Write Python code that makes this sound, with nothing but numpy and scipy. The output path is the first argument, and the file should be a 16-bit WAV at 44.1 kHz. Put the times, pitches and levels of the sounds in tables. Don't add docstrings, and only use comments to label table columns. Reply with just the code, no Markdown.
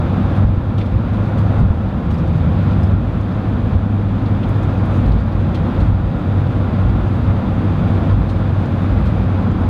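import sys
import numpy as np
from scipy.fft import rfft, irfft, next_fast_len
from scipy.io import wavfile
from scipy.ndimage import uniform_filter1d, map_coordinates

SR = 44100
rng = np.random.default_rng(int(sys.argv[2]) if len(sys.argv) > 2 else 0)


def unload_audio(sound):
    columns = np.transpose(np.atleast_2d(sound))
    steps = np.round(np.clip(columns, -1, 1) * 32767)
    wavfile.write(sys.argv[1], SR, steps.astype(np.int16))


N = 427329
TIME_S = np.arange(N) / SR
BURST_S = np.arange(SR // 4) / SR


def amp(db):
    return 10 ** (np.asarray(db) / 20)


def unit(x):
    return x / np.sqrt(np.mean(x ** 2) + 1e-20)


def curve(rows):
    return np.interp(TIME_S, *np.transpose(rows))


def wobble(rate_hz):
    knots = rng.standard_normal(int(N * rate_hz / SR) + 4)
    return map_coordinates(knots, [TIME_S * rate_hz])


def filtered(x, response):
    size = next_fast_len(N + SR // 2)
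    return irfft(rfft(x, size) * response(np.fft.rfftfreq(size, 1 / SR)), size)[:N]


def colour(spectrum, hz):
    points_hz, db = np.transpose(spectrum)
    return amp(np.interp(np.log(hz + 1), np.log(points_hz), db))


def noise(spectrum):
    return unit(filtered(rng.standard_normal(N), lambda hz: colour(spectrum, hz)))


def evened(x, span_s):
    size = int(span_s * SR)
    power = uniform_filter1d(uniform_filter1d(x ** 2, size), size)
    return unit(x / np.sqrt(np.abs(power) + 1e-9))


def firing_note(hz, db, octave_db, rough_db, jitter_rad):
    phase = 2 * np.pi * np.cumsum(hz) / SR + jitter_rad * wobble(22)
    note = np.sin(phase) + amp(octave_db + 2.2 * wobble(4)) * np.sin(2 * phase)
    return amp(db + rough_db * wobble(14)) * unit(note)


# (time [s], firing rate [Hz])
ENGINE_HZ = [(0, 93), (.4, 99), (1.2, 102.5), (2.7, 97.5), (3.5, 101), (4.3, 101.5), (4.7, 97), (5.5, 95.5),
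             (8.2, 97), (9.69, 93.5)]
# (time [s], level [dB])
ENGINE_DB = [(0, -25.5), (.22, -15), (.65, -19), (.85, -21.5), (1.05, -16), (1.4, -16.5), (1.8, -19),
             (2.35, -20), (2.8, -13.5), (3.15, -23.5), (3.45, -22), (3.9, -14.5), (4.4, -15), (4.8, -19),
             (5.4, -17.5), (7.6, -19.5), (9.69, -18)]


def engine():
    return firing_note(curve(ENGINE_HZ), curve(ENGINE_DB), octave_db=-13.5, rough_db=2.5, jitter_rad=.16)


# (peak time [s], roar [dB], hiss [dB], half-width [s])
SWELLS = [(0.141, -2.5, -6.5, 0.22), (0.373, -7.5, -3.5, .045), (1.3, -5, -8.5, .15),
          (1.567, 0, -5.5, 0.082), (2.661, -6, -2.5, 0.16), (4.299, -11, -7, .3), (4.976, -2, -2.5, 0.18),
          (5.781, -2, -1.5, 0.073), (6.321, -6, -5, 0.2), (6.798, -5, -5.5, 0.095), (7.97, -4, -2.5, 0.31),
          (8.902, -7, -4, 0.36)]


def swells():
    roar = hiss = 0
    for peak_s, roar_db, hiss_db, half_width_s in SWELLS:
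        spreading = 1 + ((TIME_S - peak_s) / half_width_s) ** 2
        roar += amp(roar_db) ** 2 / spreading
        hiss += amp(hiss_db) ** 2 / spreading
    return roar, hiss


# (frequency [Hz], relative density [dB])
SWAY_SPECTRUM = [(10, -32), (20, -21), (29, -12.5), (37, -11), (44, -3), (54, -1), (64, -1), (85, -1),
                 (110, -3), (135, -14), (200, -45), (500, -120)]
# (frequency [Hz], relative density [dB])
PANEL_SPECTRUM = [(20, -61), (100, 0), (120, 2), (155, -2.5), (192, 0.5), (208, -4), (225, -0.5),
                  (275, -6.5), (340, -10), (400, -22), (550, -63), (1500, -120)]


def road(roar_power, coupling_db=-4):
    sway = amp(-21) * evened(noise(SWAY_SPECTRUM), span_s=.44)
    panels = amp(-18.5) * evened(noise(PANEL_SPECTRUM), span_s=.21)
    return sway + panels * np.sqrt(1 + amp(coupling_db) ** 2 * roar_power)


# (frequency [Hz], relative density [dB])
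TYRE_SPECTRUM = [(60, -59.5), (390, -4), (440, -2), (510, 1), (660, -3.5), (810, -3.5), (900, -7.5),
                 (1020, -6.5), (1250, -9), (1400, -8.5), (1550, -16), (2000, -25.5), (7000, -120)]
# (frequency [Hz], relative density [dB])
AIR_SPECTRUM = [(300, -72), (1600, 5), (1950, 1), (2500, 0.5), (3000, -4.5), (3350, -2.5), (3700, -4),
                (4300, -12), (4900, -13.5), (5300, -21), (6200, -22), (8000, -29.5), (11000, -30.6),
                (15600, -35.5)]


def tyres_and_air(roar_power, hiss_power):
    gust = wobble(17)
    tyres = amp(-29 + .51 * gust) * evened(noise(TYRE_SPECTRUM), span_s=.78)
    air = amp(-42.5 + .12 * gust + .36 * wobble(40)) * noise(AIR_SPECTRUM)
    return tyres * np.sqrt(1 + roar_power) + air * np.sqrt(1 + hiss_power)


# (frequency [Hz], relative density [dB])
SNAP_SPECTRUM = [(800, -30), (2000, -7), (3500, 0), (4800, -3), (6400, -5), (9000, -9.5), (13000, -17),
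                 (15600, -23)]


def trim_chatter(level_db=-68, swing_db=3.5):
    fits = unit(wobble(7) + wobble(25))
    return amp(level_db + swing_db * fits) * noise(SNAP_SPECTRUM)


def trim_contacts(rows, q, rise_share=.1):
    out, t = np.zeros(N + SR), BURST_S
    hz = np.fft.rfftfreq(len(t), 1 / SR) + 1
    scrape = lambda band: unit(irfft(rfft(rng.standard_normal(len(t))) * band, len(t)))
    for start_s, db, centre_hz, snap_db, t60_s in rows:
        lowpass = 1 / (1 + (hz / (1.7 * centre_hz)) ** 4)
        resonance = lowpass / (1 + 1j * q * (hz / centre_hz - centre_hz / hz)) ** 2
        contact = amp(db) * scrape(resonance) + amp(snap_db) * scrape(colour(SNAP_SPECTRUM, hz))
        burst = amp(-60 * t / t60_s) * (1 - np.exp(-(t / (rise_share * t60_s)) ** 2))
        out[round(start_s * SR):][:len(t)] += burst / burst.max() * contact
    return out[:N]


# (time [s], resonance [dB], centre [Hz], snap [dB], t60 [s])
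TRIM_TICKS = [(.345, -55, 3500, -57, .14), (.776, -37, 3300, -50, .08), (.803, -38.5, 2300, -68, .09),
              (.805, -40.5, 3500, -70, .08), (.852, -52, 4500, -58, .08), (1.125, -52, 3500, -60, .15),
              (1.371, -49, 3600, -50.5, .12), (1.582, -54, 3700, -54, .11), (2.1, -44.5, 3400, -51.5, .09),
              (2.174, -53, 5200, -59.5, .08), (2.27, -50, 3800, -59, .06), (2.708, -49, 3700, -60, .07),
              (3.209, -53, 5600, -62, .035), (3.308, -53, 3700, -61, .09), (4.254, -44, 3650, -70, .06),
              (4.426, -39, 3000, -62, .075), (4.482, -57, 11000, -53.5, .08), (4.623, -58, 6000, -55, .08),
              (4.772, -52, 3700, -59, .06), (4.848, -63, 10500, -57, .08), (5.053, -49, 3600, -57, .07),
              (5.113, -42, 3500, -58, .07), (5.54, -36, 3300, -52, .09), (5.794, -46, 3600, -56, .09),
              (8.284, -43, 3500, -52, .13), (8.65, -55, 6000, -63, .06), (9.047, -46, 3600, -53.5, .14),
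              (9.512, -54, 5400, -61, .035)]


def trim_ticks(faint_count=22, snap_db=-65, t60_s=.06):
    faint = []
    for _ in range(faint_count):
        start_s, db = rng.uniform(0, N / SR), rng.normal(-54, 1.5)
        centre_hz = 3500 * rng.lognormal(0, .1)
        faint.append((start_s, db, centre_hz, snap_db, t60_s))
    return trim_contacts(TRIM_TICKS + faint, q=1.8)


# (time [s], level [dB], pitch [Hz])
THUDS = [(.405, -6, 100), (.436, -11.5, 232), (.449, 1, 80), (0.501, -10, 65), (0.576, -1, 85),
         (0.955, -6, 100), (1.012, -7, 100), (1.611, -1.5, 151), (1.634, 0, 74), (1.704, -1, 80),
         (2.35, -6, 167), (2.936, -4.5, 141), (3.089, -7.5, 139), (3.749, -5.5, 78), (5.076, -8, 90),
         (5.218, -11, 70), (5.821, -8.5, 87), (5.933, -3, 75), (6.857, -12, 85), (8.125, -6, 65)]


def thuds(t60_s=.046, rise_s=.0039):
    out, t = np.zeros(N + SR), BURST_S
    push = amp(-60 * t / t60_s) * (1 - np.exp(-t / rise_s))
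    push /= push.max()
    for start_s, db, hz in THUDS:
        out[round(start_s * SR):][:len(t)] += amp(db) * push * np.sin(2 * np.pi * hz * t)
    return out[:N]


# (centre [Hz], width [Hz], relative level [dB])
CABIN_MODES = [(43.3, 5.2, -15.5), (63, 19, -10), (82.4, 25.3, 0.5), (101.5, 13.2, 2.5), (198, 24, -19)]


def cabin_response(hz):
    return sum((-1) ** k * amp(db) * 1j * hz * width_hz / (mode_hz ** 2 - hz ** 2 + 1j * hz * width_hz)
               for k, (mode_hz, width_hz, db) in enumerate(CABIN_MODES))


# (time [s], shudder [dB], boom [dB], t60 [s])
JOLTS = [(.47, -12.5, -17.5, 1.2), (.96, -19.5, -19.5, 0.86), (1.639, -10.5, -21.5, 0.99),
         (3.05, -24, -19.5, 0.65), (3.76, -12.5, -21.5, 0.5), (5.1, -20, -10.5, 1), (5.851, -21, -16, 1),
         (6.91, -21, -19, 1.5), (8.16, -16.5, -14.5, 1.2), (8.98, -17.5, -17.5, 1.5)]


def jolts(boom_hz=54, rise_share=.056):
    shudder_gain, boom_gain = np.zeros(N), np.zeros(N)
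    for peak_s, shudder_db, boom_db, t60_s in JOLTS:
        t = TIME_S - peak_s
        rise = np.exp(-(np.minimum(t, 0) / (rise_share * t60_s)) ** 2)
        decay = amp(-60 * np.maximum(t, 0) / t60_s)
        shudder_gain += amp(shudder_db) * rise * decay
        boom_gain += amp(boom_db) * rise * decay
    shaking = noise([(20, -11.5), (45, -5), (200, 1.5), (500, -20.5), (2500, -120)])
    shudder = evened(filtered(shaking, cabin_response), span_s=.011)
    boom = unit(np.sin(2 * np.pi * boom_hz * TIME_S + .31 * wobble(11)))
    return shudder_gain * shudder + boom_gain * boom


# (time [s], resonance [dB], pitch [Hz], snap [dB])
TRIM_SQUEAKS = [(2.137, -51.5, 4850, -55.5), (2.828, -52, 5050, -50), (5.196, -52, 4600, -58)]


def trim_squeaks(t60_s=.07):
    return trim_contacts([(*row, t60_s) for row in TRIM_SQUEAKS], q=16)


# (passing time [s], hold before passing [s], approach firing rate [Hz],
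#  level [dB], octave [dB], jitter [rad])
TRUCKS = [(2.97, 0.8, 79.97, -17.5, -0.5, .65), (5.151, 1.6, 111.9, -24.5, -10.5, .25),
          (6.42, .95, 75.1, -23, 11, .55), (8.25, 0.41, 80.4, -25.5, 11, 0.41)]


def truck_exhausts(rise_s=.17, fade_s=.09, doppler_drop=.2, doppler_s=.17, firings_per_turn=3):
    out = np.zeros(N)
    for passing_s, hold_s, approach_hz, level_db, octave_db, jitter_rad in TRUCKS:
        t = TIME_S - passing_s
        hz = approach_hz * (1 - doppler_drop * (1 + np.tanh(t / doppler_s)) / 2)
        away = np.maximum(-t - hold_s, 0) / rise_s + np.maximum(t, 0) / fade_s
        db = level_db - 20 * np.log10(1 + away ** 2)
        turbulence = amp(db - 9) * noise([(25, -50.5), (75, -3), (190, -3), (300, -9.5), (900, -120)])
        note = firing_note(hz, db, octave_db, rough_db=.1, jitter_rad=jitter_rad)
        crank_rad = 2 * np.pi * np.cumsum(hz) / SR / firings_per_turn
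        throb = unit(1 + .55 * np.sin(crank_rad))
        out += throb * (note + turbulence)
    return out


def gain_control(x, ceiling_db=-9.5, detect_s=.025, recover_s=.7):
    size = int(detect_s * SR)
    level_db = 10 * np.log10(np.abs(uniform_filter1d(x ** 2, size)) + 1e-9)
    excess_db = np.maximum(level_db - ceiling_db, 0)
    release = np.exp(-TIME_S / recover_s)
    cut_db = np.maximum.accumulate(excess_db / release) * release
    return x * amp(-uniform_filter1d(cut_db, size))


def scene():
    roar_power, hiss_power = swells()
    rumble = engine() + truck_exhausts() + road(roar_power) + jolts()
    rush = tyres_and_air(roar_power, hiss_power)
    trim = trim_ticks() + trim_squeaks() + trim_chatter()
    return (rumble + rush + trim + thuds())[None]


def record(dry):
    clip_level, top_hz = .9, 15700
    ducked = gain_control(dry[0])
    rounded = ducked / (1 + np.abs(ducked / clip_level) ** 8) ** (1 / 8)
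    return filtered(rounded, lambda hz: hz < top_hz)[None]


dry = scene()
out = record(dry)
unload_audio(out)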